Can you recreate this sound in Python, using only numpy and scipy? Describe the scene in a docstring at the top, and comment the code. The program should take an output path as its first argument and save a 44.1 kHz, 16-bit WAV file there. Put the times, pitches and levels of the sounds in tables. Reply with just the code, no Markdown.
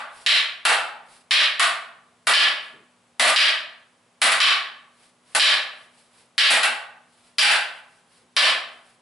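"""A hard-walled studio with a mat: two pairs drill with wooden sticks, one near the two microphones, one at the back.
Each clack is a click ringing the sticks' bending modes, heard direct, off the walls and in a dense tail.
Between blows, shaped noise gives swishing sleeves and soft footfalls over faint moving air and hum tones.
The narrow-band recorder's limiter holds down the loud start of each clack, then lets the echo die."""
import sys
import numpy as np
from scipy import signal
from scipy.fft import rfft, irfft
from scipy.io import wavfile
from scipy.ndimage import uniform_filter1d, minimum_filter1d

SR = 44100
rng = np.random.default_rng(int(sys.argv[2]) if len(sys.argv) > 2 else 0)


def persist_wave(psi):
    """Save psi, clipped to +-1, as 16-bit WAV."""
    counts = np.round(np.clip(psi, -1, 1) * 32767).astype(np.int16)
    wavfile.write(sys.argv[1], SR, np.atleast_2d(counts).T)


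N = 397341


def amp(db):
    """Decibels to gain."""
    return 10 ** (np.asarray(db) / 20)


def unit(x):
    """Scales to rms 1."""
    return x / np.sqrt(np.mean(x ** 2) + 1e-20)


def read(points, hz):
    """Reads a table on a log-frequency axis."""
    table_hz, value = np.transpose(points)
    return np.interp(np.log(hz + 1), np.log(table_hz + 1), value)


def add(mix, time_s, sound):
    """Adds a stereo sound at a time; what comes before time zero is dropped."""
    start = round(time_s * SR)
    sound = sound[:, max(-start, 0):]
    part = mix[:, max(start, 0):][:, :sound.shape[1]]
    part += sound[:, :part.shape[1]]


def drift(knots_per_s):
    """Slow random wander around zero: straight lines between random knots of rms 1."""
    knots = rng.standard_normal(4096)
    return np.interp(np.arange(N) / SR * knots_per_s, np.arange(len(knots)), knots)


# likeness of the two close microphones in sound from all sides: (frequency [Hz], correlation [-1..1])
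MICROPHONE_LIKENESS = [(100, .93), (300, .87), (600, 0.88), (1200, 0.69), (2600, .71), (5500, 0.68),
                       (9000, 0.82)]


def diffuse(size):
    """White noise from all sides: the close microphones share a middle part and differ by a side part."""
    a, b = rfft(rng.standard_normal((2, size)))
    same = np.clip(read(MICROPHONE_LIKENESS, np.fft.rfftfreq(size, 1 / SR)), 0, 1)
    mid = a * np.sqrt((1 + same) / 2)
    side = b * np.sqrt((1 - same) / 2)
    return irfft(np.array([mid + side, mid - side]), size)


def noise(spectrum, size):
    """Diffuse noise with a given relative spectrum, rms 1."""
    gain = amp(read(spectrum, np.fft.rfftfreq(size, 1 / SR)))
    return unit(irfft(rfft(diffuse(size)) * gain, size))


# spectrum of the moving air: (frequency [Hz], relative level [dB])
AIR_SPECTRUM = [(25, -25), (60, -15.5), (110, 0), (200, -2), (320, -3.5), (550, -0.5), (1100, -1),
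                (1600, -5.5), (3000, -8), (6200, -14.5), (11000, -13.5)]
AIR_DB = -62  # rms level
# two fan tones and a thin electrical whine: (frequency [Hz], rms level [dB] before the waver)
HUM_TONES = [(177.6, -79), (241.5, -73), (7960, -86)]


def ventilation(waver_hz=2.3, waver_db=2):
    """Moving air is steady shaped noise; each faint tone wavers in pitch and level."""
    tones = np.zeros(N)
    for hz, db in HUM_TONES:
        level = amp(db + waver_db * drift(2.5))
        phase = 2 * np.pi * np.cumsum(hz + waver_hz * drift(15)) / SR
        tones += level * np.sin(phase)
    return amp(AIR_DB) * noise(AIR_SPECTRUM, N) + np.sqrt(2) * tones  # peak from rms


# spectrum of a foot on the mat: (frequency [Hz], relative level [dB])
MAT_SPECTRUM = [(50, -18), (150, -1), (260, -1), (430, 7.5), (650, -13), (2000, -48), (8000, -51)]
# soft footfalls on the mat: (time [s], level [dB] before the doubling and envelope below)
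FOOTFALLS = [(2.727, -56), (2.791, -63), (8.21, -64), (8.73, -61)]


def feet(rise_s=0.01, fade_s=0.041):
    """Dull footfalls: mat noise with a soft rise and a fade blurred by the room."""
    out = np.zeros((2, N))
    t = np.arange(SR // 2) / SR
    envelope = 2 * (1 - np.exp(-t / rise_s)) * np.exp(-t / fade_s)
    for time_s, db in FOOTFALLS:
        add(out, time_s, amp(db) * noise(MAT_SPECTRUM, len(t)) * envelope)
    return out


# spectrum of rubbing cloth: (frequency [Hz], relative level [dB])
CLOTH_SPECTRUM = [(200, -11), (600, -3), (1500, -3.5), (3000, -4.5), (5000, -5), (6400, -13.5), (8000, -7),
                  (11000, -5.5)]
# sleeves swishing with the swings: (time of the swell's peak [s], level [dB] before the flutter)
SLEEVE_SWISHES = [(0.204, -46.5), (1.147, -50), (2.66, -56), (5.035, -55), (5.345, -52), (5.803, -56.5),
                  (6.0, -55.5), (6.19, -54.5), (7.15, -62.5), (7.27, -56.5), (7.772, -58), (7.95, -59.5),
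                  (8.162, -56.5), (8.735, -59.5), (8.89, -59)]
SWISH_WIDTH_S = .052  # standard deviation of the bell-shaped swell, the same for every swing


def sleeves(flutter_db=1.5):
    """Cloth rubs in a fluttering swell with each swing."""
    t = np.arange(N) / SR
    swell = np.zeros(N)
    for time_s, db in SLEEVE_SWISHES:
        swell += amp(db) * np.exp(-.5 * ((t - time_s) / SWISH_WIDTH_S) ** 2)
    return noise(CLOTH_SPECTRUM, N) * swell * amp(flutter_db * drift(61))


# decay of the studio's tail by 60 dB: (frequency [Hz], time [s])
ROOM_DECAY = [(120, 0.38), (300, 0.66), (600, 0.7), (1100, 0.64), (2000, 0.53), (3500, 0.47), (5500, 0.39),
              (8000, 0.38), (11000, 0.35)]
SHARPNESS = .9  # treble lift of the short paths


def studio(direct_db, early_db, build_s, count=8):
    """The path from one spot to the microphones: direct sound, a few wall echoes, then a dense tail."""
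    hz, t, bands = signal.stft(diffuse(SR), SR, nperseg=256)
    decay = amp(-60 * t / read(ROOM_DECAY, hz)[:, None])
    tail = signal.istft(bands * decay, SR, nperseg=256)[1][:, :SR]
    tail *= 1 - np.exp(-np.arange(SR) / SR / build_s)
    rays = np.zeros((2, SR))
    rays[:, 0] = amp(direct_db)
    delays_s = rng.uniform(.004, 0.032, count)
    lags = rng.integers(-1, 2, count)  # samples between the microphones
    for delay_s, lag in zip(delays_s, lags):
        at = round(delay_s * SR)
        rays[[0, 1], [at, at + lag]] += amp(early_db) * np.exp(-delay_s / 0.032)
    rays = rays + SHARPNESS * np.diff(rays, prepend=0)  # short paths keep more treble than the tail
    return rays + tail / np.linalg.norm(tail[0])


# how much of a blow's body, knock and crack reaches each part of its spectrum: (frequency [Hz], share [0..1])
BODY_REACH = [(700, 0.95), (1170, 0.049)]
KNOCK_REACH = [(700, 0), (1170, 0.97), (1900, 0)]
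CRACK_REACH = [(3300, 0), (7500, 1)]
SCATTER_DB = .7  # chance in each mode's height from blow to blow
REBOUND = .25  # size of the second touch against the first


def clack(contact, modes, spot, body_db, knock_db, crack_db, size=4096):
    """One blow: a click rings the bending modes, each by an amount that depends on where the sticks meet."""
    hz = np.fft.rfftfreq(size, 1 / SR)
    db = read(contact, hz)
    db = db + body_db * read(BODY_REACH, hz)
    db = db + knock_db * read(KNOCK_REACH, hz)
    db = db + crack_db * read(CRACK_REACH, hz)
    for (mode_hz, width_hz, mode_db, spot_db), luck in zip(modes, rng.standard_normal(len(modes))):
        height = amp(mode_db + spot * spot_db + SCATTER_DB * luck) ** 2 - 1
        resonance = 1 / (1 + (2 * (hz - mode_hz) / width_hz) ** 2)
        db = db + 10 * np.log10(1 + height * resonance)
    log_gain = np.log(amp(np.r_[db, db[-2:0:-1]]))
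    # minimum phase: it rings only after contact
    wave = np.fft.ifft(np.exp(np.conj(signal.hilbert(log_gain)))).real
    gap = round(rng.uniform(.002, .0045) * SR)  # the flexing sticks touch again a few ms later
    wave = np.pad(wave, (0, gap)) + REBOUND * np.pad(wave, (gap, 0))
    return wave / np.linalg.norm(wave)


def sticks(blows, contact, modes, direct_db, early_db, build_s):
    """One pair's blows; the sticks meet at a new place each time, so every blow has its own echoes."""
    out = np.zeros((2, N))
    for time_s, db, spot, body_db, knock_db, crack_db in blows:
        blow = clack(contact, modes, spot, body_db, knock_db, crack_db)
        path = studio(direct_db, early_db, build_s)
        add(out, time_s, amp(db) * signal.fftconvolve(path, blow[None], axes=1))
    return out


# blows at the back of the room; a blow before time zero leaves only its echo:
# (time [s], strength [dB], spot along the stick [-1..1], body [dB], knock [dB], crack [dB])
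BACK_PAIR_BLOWS = [(-.2, 22.6, -.3, 4, 5.5, 2), (.6523, 24.9, -0.31, 4.5, 2, 2.5),
                   (1.5963, 21.8, 0.55, -2.5, 1, 1), (2.2704, 21.5, 0.65, 3.5, 2.5, 3),
                   (3.197, 24, 0.84, 4, -4, 2.5), (3.2766, 17, 0.011, 2.5, 1, 4),
                   (4.2174, 24.1, 0.14, 1.5, -1, 3.5), (4.318, 14.7, 0.27, -4.5, 0.5, 1),
                   (5.3496, 17.8, -0.23, 7.5, 1.5, 8), (6.506, 22.3, .1, 4.5, -3, 3),
                   (6.6315, 16.8, -0.6, 0, 1, 1.5), (7.4236, 25.4, -.85, -4.5, -9.5, 0.5),
                   (7.5132, 15.4, -1, 0, -2, 2), (8.41, 15.7, .2, 4, -4.5, 1)]
# spectrum of the far sticks' contact: (frequency [Hz], relative level [dB])
BACK_PAIR_CONTACT = [(60, -36), (180, -37), (330, -25), (480, -16), (620, -7), (980, -4), (1400, 2.5),
                     (2000, 2.5), (3000, 1.5), (4400, -2.5), (6400, -16), (7600, -10.5), (9000, -10.5),
                     (11000, -9.5)]
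# bending modes of the far sticks, damped by the hand:
# (frequency [Hz], width [Hz], height above contact spectrum [dB], gain per unit of spot [dB])
BACK_PAIR_MODES = [(243.4, 9.7, 19.6, 0), (661, 45, 7.6, 3), (837, 50, 4.5, -9.5), (1180, 76, 5.5, 5),
                   (1535, 70, 4.1, -7.5), (1940, 79, 4.6, 1.5), (2710, 200, 2.6, -5.5)]


def back_pair():
    """Far from the microphones: direct sound is weaker against the room's tail."""
    return sticks(BACK_PAIR_BLOWS, BACK_PAIR_CONTACT, BACK_PAIR_MODES,
                  direct_db=-18, early_db=-16, build_s=0.0005)  # dB re tail, before the treble lift


# blows close by; flat, firm meetings have more body and knock, hard glancing ones more crack:
# (time [s], strength [dB], spot along the stick [about -1..1], body [dB], knock [dB], crack [dB])
NEAR_PAIR_BLOWS = [(.2633, 30, -1.04, -6, -4, -1), (1.3096, 25, -0.29, -3.5, 0.5, -0.5),
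                   (1.337, 27.5, -0.6, -3.5, -2, -2.5), (2.336, 30.5, 0.36, -0.5, -1.5, -1),
                   (3.3614, 31, 0.031, -3, -1, -0.5), (4.403, 29.5, -0.29, -1.5, 4, -0.5),
                   (5.397, 29, -0.1, -1, -2, 2.5), (5.424, 25.5, -.8, 2.5, 1.5, 1.5),
                   (6.3805, 30.5, -0.15, -5, -3.5, 0), (7.3843, 29, 0.34, -0.5, 0.5, 5),
                   (8.3663, 30, -0.2, 3.5, 3, 2.5)]
# spectrum of the near sticks' contact: (frequency [Hz], relative level [dB])
NEAR_PAIR_CONTACT = [(60, -37.5), (200, -40.5), (330, -28.5), (480, -26), (640, -18), (950, -17),
                     (1500, -8), (2300, -2.5), (3200, -1.5), (4200, -4), (5200, -12.5), (6200, -23),
                     (8000, -21), (11000, -20)]
# bending modes of the near sticks, damped by the hand:
# (frequency [Hz], width [Hz], height above contact spectrum [dB], gain per unit of spot [dB])
NEAR_PAIR_MODES = [(616, 53, 5, -1), (1143, 65, 8, 1), (1725, 65, 8.5, 1.5), (1956, 46, 1, -2),
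                   (2440, 59, 3, -0.5), (3073, 170, 5, 1), (3920, 300, 1, -5.5), (4785, 170, 7.5, 6.5),
                   (5560, 360, 7.5, 0), (7300, 200, 4, -3.5)]


def near_pair():
    """Close to the microphones: direct sound and wall echoes stand higher against the room's tail."""
    return sticks(NEAR_PAIR_BLOWS, NEAR_PAIR_CONTACT, NEAR_PAIR_MODES,
                  direct_db=-13.5, early_db=-14.5, build_s=0.00043)  # dB re tail, before the treble lift


def scene():
    """The ventilation, feet, sleeves and both pairs' blows, all sounding together."""
    return ventilation() + feet() + sleeves() + back_pair() + near_pair()


def limiter(x, ceiling_db=-15.0, release_db_per_s=300, size=111):
    """Watches the power a few ms ahead, ducks what passes the ceiling and recovers quickly."""
    power = abs(uniform_filter1d((x ** 2).mean(0), size))
    over_db = np.maximum(10 * np.log10(power + 1e-12) - ceiling_db, 0)
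    fall_db = np.arange(N) / SR * release_db_per_s
    held_db = np.maximum.accumulate(over_db + fall_db) - fall_db  # ducking eases off at the release rate
    ahead_db = -minimum_filter1d(-held_db, size, origin=-(size // 2))
    return x * amp(-uniform_filter1d(ahead_db, size, origin=size // 2))


EDGE_HZ = 11130  # upper edge of the recorder's band


def record(dry):
    """A narrow-band recorder: the treble is cut before and after its limiter."""
    band = signal.firwin(511, EDGE_HZ, window=("kaiser", 8), fs=SR)[None]
    limited = limiter(signal.oaconvolve(dry, band, "same", axes=1))
    return signal.oaconvolve(limited, band, "same", axes=1)


dry = scene()
out = record(dry)
persist_wave(out)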